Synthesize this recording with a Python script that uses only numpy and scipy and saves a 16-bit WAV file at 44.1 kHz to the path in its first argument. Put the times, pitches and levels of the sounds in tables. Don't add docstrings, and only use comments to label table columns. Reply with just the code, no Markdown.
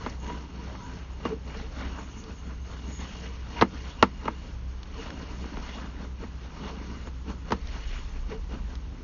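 import sys
import numpy as np
from scipy import signal
from scipy.fft import rfft, irfft, next_fast_len
from scipy.io import wavfile
from scipy.ndimage import uniform_filter1d, map_coordinates

SR = 44100
rng = np.random.default_rng(int(sys.argv[2]) if len(sys.argv) > 2 else 0)


def wav_record(signal):
    frames = np.transpose(np.atleast_2d(signal))
    bounded = np.clip(frames, -1, 1)
    quanta = np.round(bounded * 32767).astype(np.int16)
    wavfile.write(sys.argv[1], SR, quanta)


def ratio_of_db(decibels):
    return 10 ** (np.asarray(decibels, float) / 20)


N = 398223
COARSE = 64

# (frequency [Hz], density [dB per Hz])
AIR_SPECTRUM = [(150, -30), (250, -3), (359, -7.5), (698, -16), (948, -11), (1870, -18.5), (2920, -20),
                (4880, -26), (6350, -26), (6900, -27), (8970, -59), (15200, -120)]

# (shaft multiple, level against the main line [dB])
SHAFT_LINES = [(1, -22.5), (2, 1.5), (4, -19), (5, -13), (6, -16.5)]
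# (time [s], hum level [dB], throb level [dB])
MOTOR_LEVELS = [(0.0, -57, -42), (0.16, -38.5, -43), (0.42, -44, -54), (1.72, -42.5, -45.5),
                (2.19, -48, -49), (2.6, -42, -49), (2.92, -44.5, -55), (3.3, -42.5, -49),
                (3.75, -45, -47.5), (4.5, -41.5, -45), (5.07, -47, -44), (5.56, -44.5, -44),
                (6.78, -44, -49.5), (7.48, -42, -44.5), (7.75, -45, -35), (8.81, -42.5, -41),
                (9.03, -47, -45)]
# (frequency [Hz], density [dB per Hz])
THROB_SPECTRUM = [(8, -44.5), (15, -22.5), (26, -7), (33, -1.5), (40, -2.5), (54, -5), (75, -29.5),
                  (200, -120)]
RUMBLE_SPECTRUM = [(20, -48), (48, -14), (65, 4), (85, -6), (120, -7.5), (145, -18), (200, -17), (400, -50),
                   (800, -120)]
SHAFT_HZ = 31.13
RUMBLE_DB, RUMBLE_SWAY_DB = -43.5, 1.9

# (time [s], peak level [dB], centre frequency [Hz])
GRIT_TICKS = [
    (.098, -33, 5940),
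    (.266, -38, 1500),
    (1.572, -39, 3830),
    (2.239, -37, 5100),
    (4.831, -36, 3400),
    (5.104, -30, 1500),
    (7.3, -36.5, 700),
    (7.672, -35, 4000),
    (8.754, -36, 3000),
]

# (frequency [Hz], width [Hz], level [dB])
CAGE_MODES = [(963.6, 74, -4.5), (2836, 110, 0), (6720, 1300, 3), (445.4, 49, -1)]
# (level at a -50 dB shove [dB], growth with strength, growth with brightness)
CAGE_RUB = [
    (-59.5, 1.1, -0.2),
    (-67.5, .8, .1),
    (-71.5, 0.42, 0.74),
    (-58, 1.4, -.5),
]
# (peak time [s], rise [s], fall [s], level [dB])
CAGE_SPELLS = [
    [(.06, .04, 0.064, -40.5), (.28, .04, .15, -40.5), (.82, .25, 0.18, -42), (4.26, .05, 0.039, -43.5),
     (6.03, .3, 0.037, -49), (6.24, .04, 0.061, -54)],
    [(.27, .05, .1, -52.5), (1.27, .1, 0.057, -52.5), (3.1, .9, 0.39, -60.5), (3.57, .08, .04, -53),
     (3.87, .12, .08, -55), (4.0, .04, .03, -54.5), (4.26, .05, .04, -51), (8.33, .07, .05, -55)],
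    [(.28, .1, 0.046, -61), (.82, .15, 0.14, -65), (2.05, .2, 0.59, -59.5), (3.0, .3, 0.26, -58.5),
     (5.05, .15, 0.072, -61), (7.3, .04, .04, -65)],
    [(1.33, 0.031, 0.063, -42), (2.26, .06, .08, -54), (3.27, .04, 0.067, -43.5), (5.0, 0.048, 0.037, -44),
     (6.23, 0.036, 0.036, -44), (6.7, 0.055, 0.11, -45.5), (8.33, .04, 0.06, -43.5)],
]

# (time [s], peak level [dB], thud level [dB], snap level [dB], contact length [ms])
KNOCKS = [(0.042, -41.5, 0, -19, 6.4), (0.062, -20.5, -14, -26, 5.8), (0.299, -28, -15, -22, 5.7),
          (0.752, -34.5, -24, -31, 6), (1.252, -20, -6.5, -26, 10.6), (3.612, -14, -9, -11, 5),
          (3.615, -14, -14, -17, 5.2), (3.621, -5.5, -12, -27, 6.6), (4.026, -2.5, -13.5, -15.5, 4.74),
          (4.255, -29, -6, -19.5, 9), (4.278, -22.5, -21, -33, 5.7), (4.2804, -15.5, -17, -36, 5.1),
          (5.441, -34, -30, -30, 3.9), (5.57, -30, -6.5, -18, 2.6), (6.236, -34.5, -5, -30, 10),
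          (7.072, -36.5, -4, -23, 10), (7.506, -26, -6.5, -21, 16), (7.52, -14.5, -10, -17, 8.3)]
# (frequency [Hz], width [Hz], level [dB])
THUD_MODES = [(100, 58, -6), (195.4, 12.4, 0.5), (247.4, 24, 2), (332.5, 32, -2), (458, 59, 0)]
CLACK_MODES = [(620, 110, -2.5), (834, 117, 5), (950, 218, 6), (1266, 240, 3.5), (1705, 580, -1),
               (2130, 1020, -5.5)]
SNAP_MODES = [(2730, 550, 1), (4000, 1050, -1), (5500, 1900, -6.5)]
ROD_M = 1.078

# (peak time [s], rise [s], fall [s], strength [dB], brightness [dB])
SHOVES = [(.04, 0.071, 0.14, -47, 1.5), (.3, .1, 0.12, -45, -1.5), (.64, 0.13, 0.18, -49.5, -0.5),
          (.97, 0.26, 0.15, -52, 1), (1.27, 0.086, 0.091, -44.5, -3), (1.57, .11, 0.15, -46, 0.5),
          (1.8, 0.075, 0.1, -45, -0.5), (1.95, 0.17, 0.13, -48.5, -1), (2.24, 0.3, 0.085, -55.5, 0.5),
          (2.52, 0.083, 0.045, -51, -3.5), (2.72, 0.078, 0.083, -48, 0.5), (3.08, 0.33, 0.43, -52.5, 6),
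          (3.26, 0.21, 0.035, -48.5, 3), (3.6, .12, 0.031, -40.5, 0), (3.9, 0.17, 0.062, -49.5, 4),
          (4.45, 0.72, 0.25, -57.5, 2), (5.02, 0.13, 0.13, -46.5, 0.5), (5.22, 0.25, 0.38, -51, -2),
          (5.45, 0.41, 0.3, -52.5, 1.5), (5.75, 0.3, 0.17, -48, 3), (6.68, 0.12, 0.069, -44.5, -1),
          (6.92, 0.51, 0.17, -52, 0.5), (7.76, 0.22, .1, -53, 5), (7.95, 0.28, 0.2, -52.5, 6.5)]
# (time [s], strength [dB], brightness [dB])
JOLTS = [(2.31, -53, 0), (3.75, -52.5, 1), (4.01, -48.5, -0.5), (4.266, -47, -2.5), (4.72, -64, -2),
         (5.576, -49, -5), (5.84, -50, -7), (6.028, -46, -2.5), (6.232, -48.5, -3), (6.45, -53.5, 2),
         (7.078, -50, 0), (7.301, -46.5, -2), (7.5, -49.5, -1.5), (8.323, -46.5, -2.5), (8.542, -49, -2.5),
         (8.72, -54.5, 1), (8.94, -61, -11), (2.1, -58, 3), (2.4, -58.5, 3), (2.9, -50, -3), (7.19, -73, 5),
         (8.17, -57, 4)]
# (time [s], half length [s], depth [dB])
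STALLS = [(.19, 0.027, 6), (1.406, 0.043, 8), (1.705, .03, 2), (2.62, .025, 12), (3.356, 0.035, 0.5),
          (3.69, .03, -1.5), (4.61, 0.045, 5.5), (6.14, 0.043, 9), (7.114, .03, 10), (7.225, 0.034, 7),
          (8.2, .03, 0), (8.476, .02, 5)]
# (peak time [s], rise [s], fall [s], level [dB])
GRITTY_SPELLS = [
    (5.75, 0.087, .07, -52),
    (7.96, 0.17, .08, -51.5),
    (1.82, .08, .1, -52.5),
]
JOLT_RISE_S, JOLT_FALL_S = 0.062, 0.05
ROUNDNESS = 1.27
FADE_DB, REST_DB = 11, -63
# (level at a -50 dB shove [dB], growth with strength, growth with brightness)
DRUM_RUB = (-45.5, 0.68, -.7)
SCRAPE_RUB = (-50, 1, -0.12)
RASP_RUB = (-54.5, 0.95, 0.97)
HISS_RUB = (-58.5, 0.8, .8)
# (frequency [Hz], width [Hz], level [dB])
DRUM_MODES = [(181.6, 52, 3), (285.3, 81.6, 0), (438, 36.7, -4.5)]
# (frequency [Hz], density [dB per Hz])
SCRAPE_SPECTRUM = [(300, -43.5), (520, 3), (700, -1), (950, 2), (1250, 0), (1550, -3), (1900, -20),
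                   (2600, -26), (5000, -120)]
RASP_SPECTRUM = [(900, -43.5), (1500, -12.5), (1900, -1.5), (2500, -3.5), (3300, -5), (3900, -8.5),
                 (5000, -39), (9000, -120)]
HISS_SPECTRUM = [(2500, -40.5), (3700, -11), (4330, -0.5), (4900, -5), (5400, -1), (6300, -4.5),
                 (6900, -7.5), (9000, -40.5), (15000, -120)]
# (frequency [Hz], width [Hz], level [dB])
RASP_GUIDE = (2875, 44, 4.4)
HISS_GUIDE = (4330, 76, 1.3)


def unit(x):
    return x / np.sqrt(np.mean(x ** 2) + 1e-20)


def peak_unit(x):
    return x / np.abs(x).max()


def along(points, hz):
    f, v = np.transpose(points)
    return np.interp(np.log(hz + 1), np.log(f + 1), v)


def curves(rows):
    s, *columns = np.transpose(rows)
    return [np.interp(np.arange(N) / SR, s, column) for column in columns]


def wobble(rate):
    knots = rng.standard_normal(int(N * rate / SR) + 4)
    return map_coordinates(knots, [np.arange(N) * rate / SR])


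def filtered(x, response):
    m = next_fast_len(len(x) + 8192)
    return irfft(rfft(x, m) * response(np.fft.rfftfreq(m, 1 / SR)), m)[:len(x)]


def shaped(noise, spectrum):
    return unit(filtered(noise, lambda f: ratio_of_db(along(spectrum, f))))


def modes(rows):
    return lambda f: sum((-1) ** k * ratio_of_db(db) * 1j * f * w / (c * c - f * f + 1j * f * w)
                         for k, (c, w, db) in enumerate(rows))


def grit(grain_db, patchy_db):
    grains = rng.standard_normal(N) * ratio_of_db(grain_db * wobble(180))
    z = signal.stft(grains, nperseg=512)[2]
    field = uniform_filter1d(rng.standard_normal(z.shape), 6, 0)
    field = uniform_filter1d(field, 10, 1)
    return signal.istft(z * ratio_of_db(patchy_db * unit(field)), nperseg=512)[1][:N]


def swells(rows):
    s, rise, fall, db = np.transpose(rows)[:4, :, None]
    late = np.arange(0, N, COARSE) / SR - s
    distance = np.where(late < 0, -late / np.abs(rise), late / np.abs(fall))
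    return ratio_of_db(db - FADE_DB * distance ** ROUNDNESS) ** 2


def stretched(x):
    return np.interp(np.arange(N) / COARSE, np.arange(len(x)), x)


def rub_db(layer):
    jolts = [(s, JOLT_RISE_S, JOLT_FALL_S, db, bright) for s, db, bright in JOLTS]
    rows = np.array(list(SHOVES) + jolts)
    power = swells(rows)
    total = power.sum(0) + ratio_of_db(REST_DB) ** 2
    share = power / total
    t = np.arange(len(total)) * COARSE / SR
    stall_db = sum(db * np.exp(-((t - s) / half) ** 2) for s, half, db in STALLS)
    strength_db = 10 * np.log10(total * ratio_of_db(-2 * stall_db))
    brightness_db = rows[:, -1] @ share
    level, grows, tilts = layer
    return stretched(level + grows * (strength_db + 50) + tilts * brightness_db)


def air():
    return ratio_of_db(-54.5) * shaped(rng.standard_normal(N), AIR_SPECTRUM)


def motor():
    line_db, throb_db = curves(MOTOR_LEVELS)
    turn = 2 * np.pi * np.cumsum(SHAFT_HZ + 0.097 * wobble(1.6)) / SR
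    lines = sum(ratio_of_db(db + 0.59 * wobble(2.6)) * np.sin(k * turn + rng.uniform(0, 7.72))
                for k, db in SHAFT_LINES)
    throb = shaped(rng.standard_normal(N), THROB_SPECTRUM)
    rumble = shaped(rng.standard_normal(N), RUMBLE_SPECTRUM)
    rumble_db = RUMBLE_DB + RUMBLE_SWAY_DB * wobble(2.6)
    return ratio_of_db(line_db + 4.5) * lines + ratio_of_db(throb_db + 2.0) * throb + ratio_of_db(rumble_db) * rumble


def ticks():
    out, t = np.zeros(N + SR), np.arange(SR // 20) / SR
    for s, db, hz in GRIT_TICKS:
        burst = rng.standard_normal(len(t)) * np.exp(-t / 0.0024)
        tick = filtered(burst, modes([(hz, 0.78 * hz, 0)]))
        out[round(s * SR):][:len(t)] += ratio_of_db(db + 2.5) * peak_unit(tick)
    return out[:N]


def cage():
    out = np.zeros(N)
    for layer, spells, mode in zip(CAGE_RUB, CAGE_SPELLS, CAGE_MODES):
        drive = np.sqrt(ratio_of_db(rub_db(layer)) ** 2 + stretched(swells(spells).sum(0)))
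        ring = filtered(grit(grain_db=0, patchy_db=4.0), lambda f: modes([mode])(f) ** 2.1)
        beads = ratio_of_db(3.3 * wobble(40))
        out += ratio_of_db(mode[2]) * drive * unit(beads * ring)
    return out


def bending(f):
    return np.exp(-2j * np.pi * 0.0324 * ROD_M * (2 * np.sqrt(f) - f / np.sqrt(6000)))


def knocks():
    out, t = np.zeros(N + SR), np.arange(SR // 3) / SR
    blow = 2.5 * np.exp(-((t - .0008) / 0.000065) ** 2)
    rattle = ratio_of_db(-60 * t / 0.14)
    for s, db, thud_db, snap_db, contact_ms in KNOCKS:
        noise = rng.standard_normal((3, len(t)))
        decay = np.exp(-1000 * t / max(contact_ms, .3)) * (1 - np.exp(-t / 0.00043))
        clack_force = noise[0] * (decay + 0.071 * rattle) - blow
        snap_force = noise[1] * (decay ** 2.0 + 0.14 * decay ** 0.39 + 0.016 * rattle) - 1.24 * blow
        thud_force = noise[2] * decay ** 0.3 - 5 * blow
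        clack = peak_unit(filtered(clack_force, modes(CLACK_MODES)))
        snap = peak_unit(filtered(snap_force, modes(SNAP_MODES)))
        thud = peak_unit(filtered(thud_force, lambda f: modes(THUD_MODES)(f) / (1 + (f / 600) ** 4)))
        hit = clack + ratio_of_db(thud_db + 7.5) * thud + ratio_of_db(snap_db + 12.5) * snap
        out[round((s - .0007) * SR):][:len(t)] += ratio_of_db(db) * filtered(hit, bending)
    return out[:N]


def sliding():
    drum_db, scrape_db, rasp_db, hiss_db = map(rub_db, (DRUM_RUB, SCRAPE_RUB, RASP_RUB, HISS_RUB))
    rasp_db = 10 * np.log10(ratio_of_db(rasp_db) ** 2 + stretched(swells(GRITTY_SPELLS).sum(0)))

    drum = unit(filtered(grit(grain_db=3.0, patchy_db=0.67), lambda f: modes(DRUM_MODES)(f) * (f > 140)))
    contact = grit(grain_db=1.5, patchy_db=2.0)
    scrape = shaped(contact, SCRAPE_SPECTRUM)
    rasp = shaped(contact, RASP_SPECTRUM)
    rasp = unit(rasp + filtered(rasp, modes([RASP_GUIDE])))
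    hiss = shaped(grit(grain_db=2.0, patchy_db=0.0), HISS_SPECTRUM)
    hiss = unit(hiss + filtered(hiss, modes([HISS_GUIDE])))

    surge = wobble(25)
    return (ratio_of_db(drum_db + 1.4 * wobble(14) + 1.5 * surge) * drum
            + ratio_of_db(scrape_db + 1.0 * wobble(14) + 1.2 * surge) * scrape
            + ratio_of_db(rasp_db + 0.53 * wobble(14) + 0.85 * surge) * rasp
            + ratio_of_db(hiss_db + 1.04 * wobble(14) + 0.89 * surge) * hiss)


def scene():
    return (air() + motor() + ticks() + cage() + knocks() + sliding())[None]


def narrow_band(x):
    hz, t, z = signal.stft(x, SR, nperseg=1024)
    step = np.repeat(rng.standard_normal(len(t) // 8 + 1), 8)[:len(t)]
    below_edge = hz[:, None] < 6823 + 55 * step
    chance = unit(uniform_filter1d(rng.standard_normal(z.shape), size=16, axis=1))
    weak = np.exp(-((hz - 4850) / 200) ** 2) + 0.9 * np.exp(-((hz - 3950) / 150) ** 2) + .4 * (hz > 5600)
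    spared = (chance < 2.9 - 2.1 * weak[:, None]) | (np.abs(z) > ratio_of_db(-72))
    return signal.istft(z * (below_edge * spared), SR, nperseg=1024)[1][:N]


def band_limit(x):
    return signal.sosfilt(signal.butter(12, 7860, fs=SR, output="sos"), x)


def record(dry):
    floor = ratio_of_db(-97) * rng.standard_normal((1, N))
    mix = narrow_band(dry[0])[None] + floor
    return band_limit(mix)


dry = scene()
out = record(dry)
wav_record(out)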